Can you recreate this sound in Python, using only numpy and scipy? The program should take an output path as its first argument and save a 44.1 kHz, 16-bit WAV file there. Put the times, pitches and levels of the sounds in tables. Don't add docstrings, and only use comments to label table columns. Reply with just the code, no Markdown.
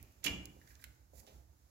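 import sys
import numpy as np
from scipy import signal
from scipy.fft import rfft, irfft
from scipy.io import wavfile
from scipy.ndimage import uniform_filter1d

SR = 44100
rng = np.random.default_rng(int(sys.argv[2]) if len(sys.argv) > 2 else 0)


def log_audio(samples):
    frames = np.atleast_2d(samples).T
    limited = np.clip(frames, -1, 1)
    pcm = np.round(limited * 32767).astype(np.int16)
    wavfile.write(sys.argv[1], SR, pcm)


N = 74970
T = np.arange(N) / SR
HZ = np.maximum(np.fft.rfftfreq(N, 1 / SR), 1)

# (frequency [Hz], t60 [s])
ROOM_T60 = [(100, 0.3), (500, 0.54), (1500, 0.57), (2700, 0.46), (5000, .42), (8000, 0.46), (14000, 0.22)]
# (frequency [Hz], coherence [0-1])
COHERENCE = [(60, 1), (280, 0.94), (600, 1), (1500, 0.087), (4000, 0.089), (14000, .1)]
# (frequency [Hz], relative density [dB])
RUMBLE_SPECTRUM = [(20, -14.5), (40, -17.5), (62, 8), (90, -1), (130, -5.5), (200, -19), (290, -13.5),
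                   (450, -25.5), (900, -24), (1400, -54), (3000, -49.5)]
HISS_SPECTRUM = [(500, 6.5), (1500, 2), (3000, -5.5), (5000, -1), (7500, 2), (10000, 0.5), (13000, -1),
                 (16000, -3)]
EARLIER_STEP_SPECTRUM = [(120, 1.5), (270, 14), (400, 4), (700, 0), (1400, -9), (2500, 3.5), (3500, -10.5),
                         (7000, -9.5), (14000, -13)]
# (time [s], level [dB])
RUMBLE_LEVEL = [(0, -59), (.04, -55), (.11, -66.5), (.17, -69), (.21, -58.5), (.56, -62.5), (.66, -61.5),
                (.8, -64), (.89, -58.5), (.97, -64.5), (1.04, -63), (1.1, -66), (1.2, -57), (1.28, -77.5),
                (1.37, -56.5), (1.45, -67), (1.5, -60.5), (1.57, -66.5), (1.7, -68.5)]
HISS_LEVEL = [(0, -68.5), (.16, -70), (.5, -67.5), (.8, -67.5), (.95, -70), (1.08, -73.5), (1.35, -65.5),
              (1.47, -73.5), (1.7, -71.5)]

# (peak time [s], level [dB], rise [s], t60 [s])
RUSTLES = [(0.702, -70, 0.055, .2), (0.825, -70, 0.033, .1), (1.203, -61.5, 0.079, 0.046),
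           (1.271, -70.5, 0.0048, 0.16)]
# (time [s], level [dB], t60 [s])
FOOTFALLS = [(0.564, -60.5, 0.04), (1.134, -55, 0.037), (1.153, -65.5, 0.36), (1.231, -63.5, 0.15),
             (1.273, -61.5, 0.39), (1.397, -64.5, 0.028)]
# (time [s], level [dB])
PATS = [(0.613, -65), (0.672, -61), (0.702, -61), (0.753, -67.5), (.793, -64.5), (0.82, -61.5)]
# (time [s], level [dB], centre frequency [Hz])
TICKS = [(.0282, -33, 13100), (.1235, -49, 12150), (0.4558, -27, 8200), (.6752, -45, 5860),
         (0.7541, -43, 6400), (.816, -51, 5540), (0.8407, -30.5, 11500), (1.267, -44.5, 4900)]
# (frequency [Hz], relative density [dB])
RUSTLE_SPECTRUM = [(900, -31), (2000, -4.5), (3000, -14.5), (5000, -3.5), (8000, 3), (12000, 0.5),
                   (16000, -3)]
FOOTFALL_SPECTRUM = [(80, -3.5), (200, 7.5), (330, 1), (500, 8.5), (720, 4), (950, -2.5), (2000, -31),
                     (5000, -32)]
BRUSH_SPECTRUM = [(500, -2), (1300, -2.5), (2400, 7), (3300, 6.5), (5000, 2), (7000, -4), (9000, -12)]
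PAT_SPECTRUM = [(900, -21), (1300, -13), (1600, 3.5), (2100, -3.5), (2800, -14), (5000, -12), (9000, -26)]
CLACK_SPECTRUM = [(700, -24), (1100, -12), (1500, 0.5), (2200, -4), (3000, -3.5), (4200, -8), (6000, -17),
                  (7100, -1), (9000, -9), (16000, -15.5)]

# (time [s], level [dB], attack [s], t60 [s])
SCUFFS = [(.2405, -38.5, .002, 0.073), (.2595, -44.5, 0.0016, 0.048)]
SLAPS = [(.226, -59, .014, .03), (.243, -40.5, 0.0056, 0.078), (.2635, -34.5, 0.0026, .055),
         (.279, -42.5, .001, .03)]
# (frequency [Hz], relative density [dB])
SCUFF_SPECTRUM = [(500, -7), (1500, -16), (3500, -6.5), (5000, -2), (7000, 3.5), (9000, 1.5), (11500, 2.5),
                  (16000, -12)]
SLAP_SPECTRUM = [(450, -22), (700, -17.5), (1100, -17.5), (1400, -11), (2100, -6), (2500, -4), (2850, -1.5),
                 (3300, -5), (3800, -9.5), (7000, -12.5), (9000, -28)]
THUD_SPECTRUM = [(25, -11.5), (45, -7), (110, -1.5), (170, -1), (230, -7.5), (310, -2.5), (380, -8.5),
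                 (470, -16.5), (700, -15), (1100, -27.5), (2000, -45.5)]
# (frequency [Hz], level [dB], rise [s], t60 [s])
ROOM_MODES = [(64.4, -50.5, .17, 0.26), (92.1, -56, .055, .55), (188.7, -56, 0.15, 0.41),
              (290.3, -44, 0.0393, 0.53)]
# (frequency [Hz], level [dB], t60 [s])
TILE_MODES = [(1590, -61.5, 0.53), (2070, -49, .03), (2381, -33.5, 0.033), (2725, -32.5, .016),
              (2810, -34.5, 0.026), (2872, -29, 0.026), (3085, -36.5, 0.021), (3333, -39.5, .03)]
# (time [s], gain [dB])
SOLE_HITS = [(0.259, -9.5), (0.2643, -1), (0.2706, -2.5), (0.2781, -6.5)]
# (frequency [Hz], gain [dB])
MIC_RESPONSE = [(7400, -1), (8100, -12), (9500, -7.5), (11500, -1.5), (14000, -2)]


def from_db(db):
    return 10 ** (np.asarray(db) / 20)


def unit_rms(x):
    return x / np.sqrt(np.mean(x ** 2) + 1e-20)


def at_hz(points, hz):
    frequencies, values = np.transpose(points)
    return np.interp(np.log(hz), np.log(frequencies), values)


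def level(curve):
    return from_db(np.interp(T, *np.transpose(curve)))


def strike(start, attack, t60):
    return np.clip((T - start) / attack, 0, 1) * from_db(-60 * np.maximum(T - start - attack, 0) / t60)


def mode(start, hz, t60):
    age = np.maximum(T - start, 0)
    return from_db(-60 * age / t60) * np.sin(2 * np.pi * hz * age)


def noise(gains):
    return unit_rms(irfft(rfft(rng.standard_normal(N)) * gains, N))


def contacts(rows, spectrum):
    envelope = sum(from_db(db) * strike(start, attack, t60) for start, db, attack, t60 in rows)
    return noise(from_db(at_hz(spectrum, HZ))) * envelope


def diffuse(spectrum):
    coherence = at_hz(COHERENCE, HZ)
    mid, side = rfft(rng.standard_normal((2, N)))
    channels = np.sqrt(1 + coherence) * mid + np.sqrt(1 - coherence) * side * [[1], [-1]]
    return unit_rms(irfft(channels * from_db(at_hz(spectrum, HZ)), N))


def lean(x, right_db):
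    return x * from_db(np.array([[-.5], [.5]]) * right_db)


def pan(x, right_db, lag_s=.00048):
    left, right = lean(x, right_db)
    return np.array([np.pad(left, (int(lag_s * SR), 0))[:N], right])


def room_response():
    white = rfft(diffuse([(1, 0), (SR, 0)]))
    edges = np.geomspace(20, SR / 2, 17)
    echoes = 0
    for low, high in zip(edges, edges[1:]):
        band = irfft(white * ((HZ >= low) & (HZ < high)), N)
        echoes = echoes + band * strike(0, attack=.0028, t60=at_hz(ROOM_T60, np.sqrt(low * high)))
    return echoes / np.sqrt(np.sum(echoes ** 2) / 2)


def in_room(x, room, right_db, wet_db):
    return pan(x, right_db) + from_db(wet_db) * signal.fftconvolve(x[None], room, axes=1)[:, :N]


def background():
    earlier_step = from_db(-64.5 - 60 * T) * diffuse(EARLIER_STEP_SPECTRUM)
    rumble = level(RUMBLE_LEVEL) * diffuse(RUMBLE_SPECTRUM)
    hiss = level(HISS_LEVEL) * diffuse(HISS_SPECTRUM)
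    return pan(rumble, right_db=6) + pan(hiss, right_db=3.5) + earlier_step


def rustles(room):
    grain_db = 1.8 * unit_rms(uniform_filter1d(rng.standard_normal(N), size=90))
    cloth = contacts([(peak - rise, db, rise, t60) for peak, db, rise, t60 in RUSTLES], RUSTLE_SPECTRUM)
    return in_room(cloth * from_db(grain_db), room, right_db=21, wet_db=-.5)


def soft_steps(room):
    footfalls = contacts([(start, db, .002, t60) for start, db, t60 in FOOTFALLS], FOOTFALL_SPECTRUM)
    brush = contacts([(1.267, -62.5, .008, .2)], BRUSH_SPECTRUM)
    return in_room(footfalls + brush, room, right_db=7.5, wet_db=-7.5)


def pats_and_clack(room):
    pats = contacts([(start, db, .003, .057) for start, db in PATS], PAT_SPECTRUM)
    clack = contacts([(.8403, -46, .0003, .033)], CLACK_SPECTRUM)
    return in_room(pats, room, right_db=4.5, wet_db=-2) + in_room(clack, room, right_db=11, wet_db=-6)


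def ticks(room, half_width_oct=.86):
    clicks = 0
    for start, db, hz in TICKS:
        band = 1 / np.sqrt(1 + (np.log2(HZ / hz) / half_width_oct) ** 4)
        fizz = noise(band) * strike(start, attack=.00014, t60=.014)
        highpass = signal.butter(2, hz / 2, "high", fs=SR, output="sos")
        snap = signal.sosfilt(highpass, mode(start, hz, t60=.0005) + 1e-18)
        clicks = clicks + from_db(db) * (snap + from_db(-18.5) * fizz)
    return in_room(clicks, room, right_db=17.5, wet_db=-13)


def thud(start=.238):
    body = from_db(-42.5) * diffuse(THUD_SPECTRUM) * strike(start, attack=.058, t60=.71)
    boom = sum(from_db(db) * strike(start, rise, t60) * np.sin(2 * np.pi * hz * (T - start))
               for hz, db, rise, t60 in ROOM_MODES)
    return pan(body, right_db=2.5) + lean(boom, right_db=3)


def stamp(room):
    scuff = in_room(contacts(SCUFFS, SCUFF_SPECTRUM), room, right_db=20.5, wet_db=-2)
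    slap = in_room(contacts(SLAPS, SLAP_SPECTRUM), room, right_db=15, wet_db=-6)
    ring = sum(from_db(db + hit_db) * mode(start + rng.random() / hz, hz, t60)
               for hz, db, t60 in TILE_MODES for start, hit_db in SOLE_HITS)
    return scuff + slap + in_room(ring, room, right_db=7, wet_db=0)


def scene():
    room = room_response()
    return (stamp(room) + thud() + ticks(room) + pats_and_clack(room)
            + rustles(room) + soft_steps(room) + background())


def record(dry, cutoff_hz=15900):
    hz = np.maximum(np.fft.rfftfreq(2 * N, 1 / SR), 1)
    coloured = irfft(rfft(dry, 2 * N) * from_db(at_hz(MIC_RESPONSE, hz)))[:, :N]
    lowpass = signal.ellip(10, .2, 70, cutoff_hz, fs=SR, output="sos")
    return signal.sosfilt(lowpass, coloured)


dry = scene()
out = record(dry)
log_audio(out)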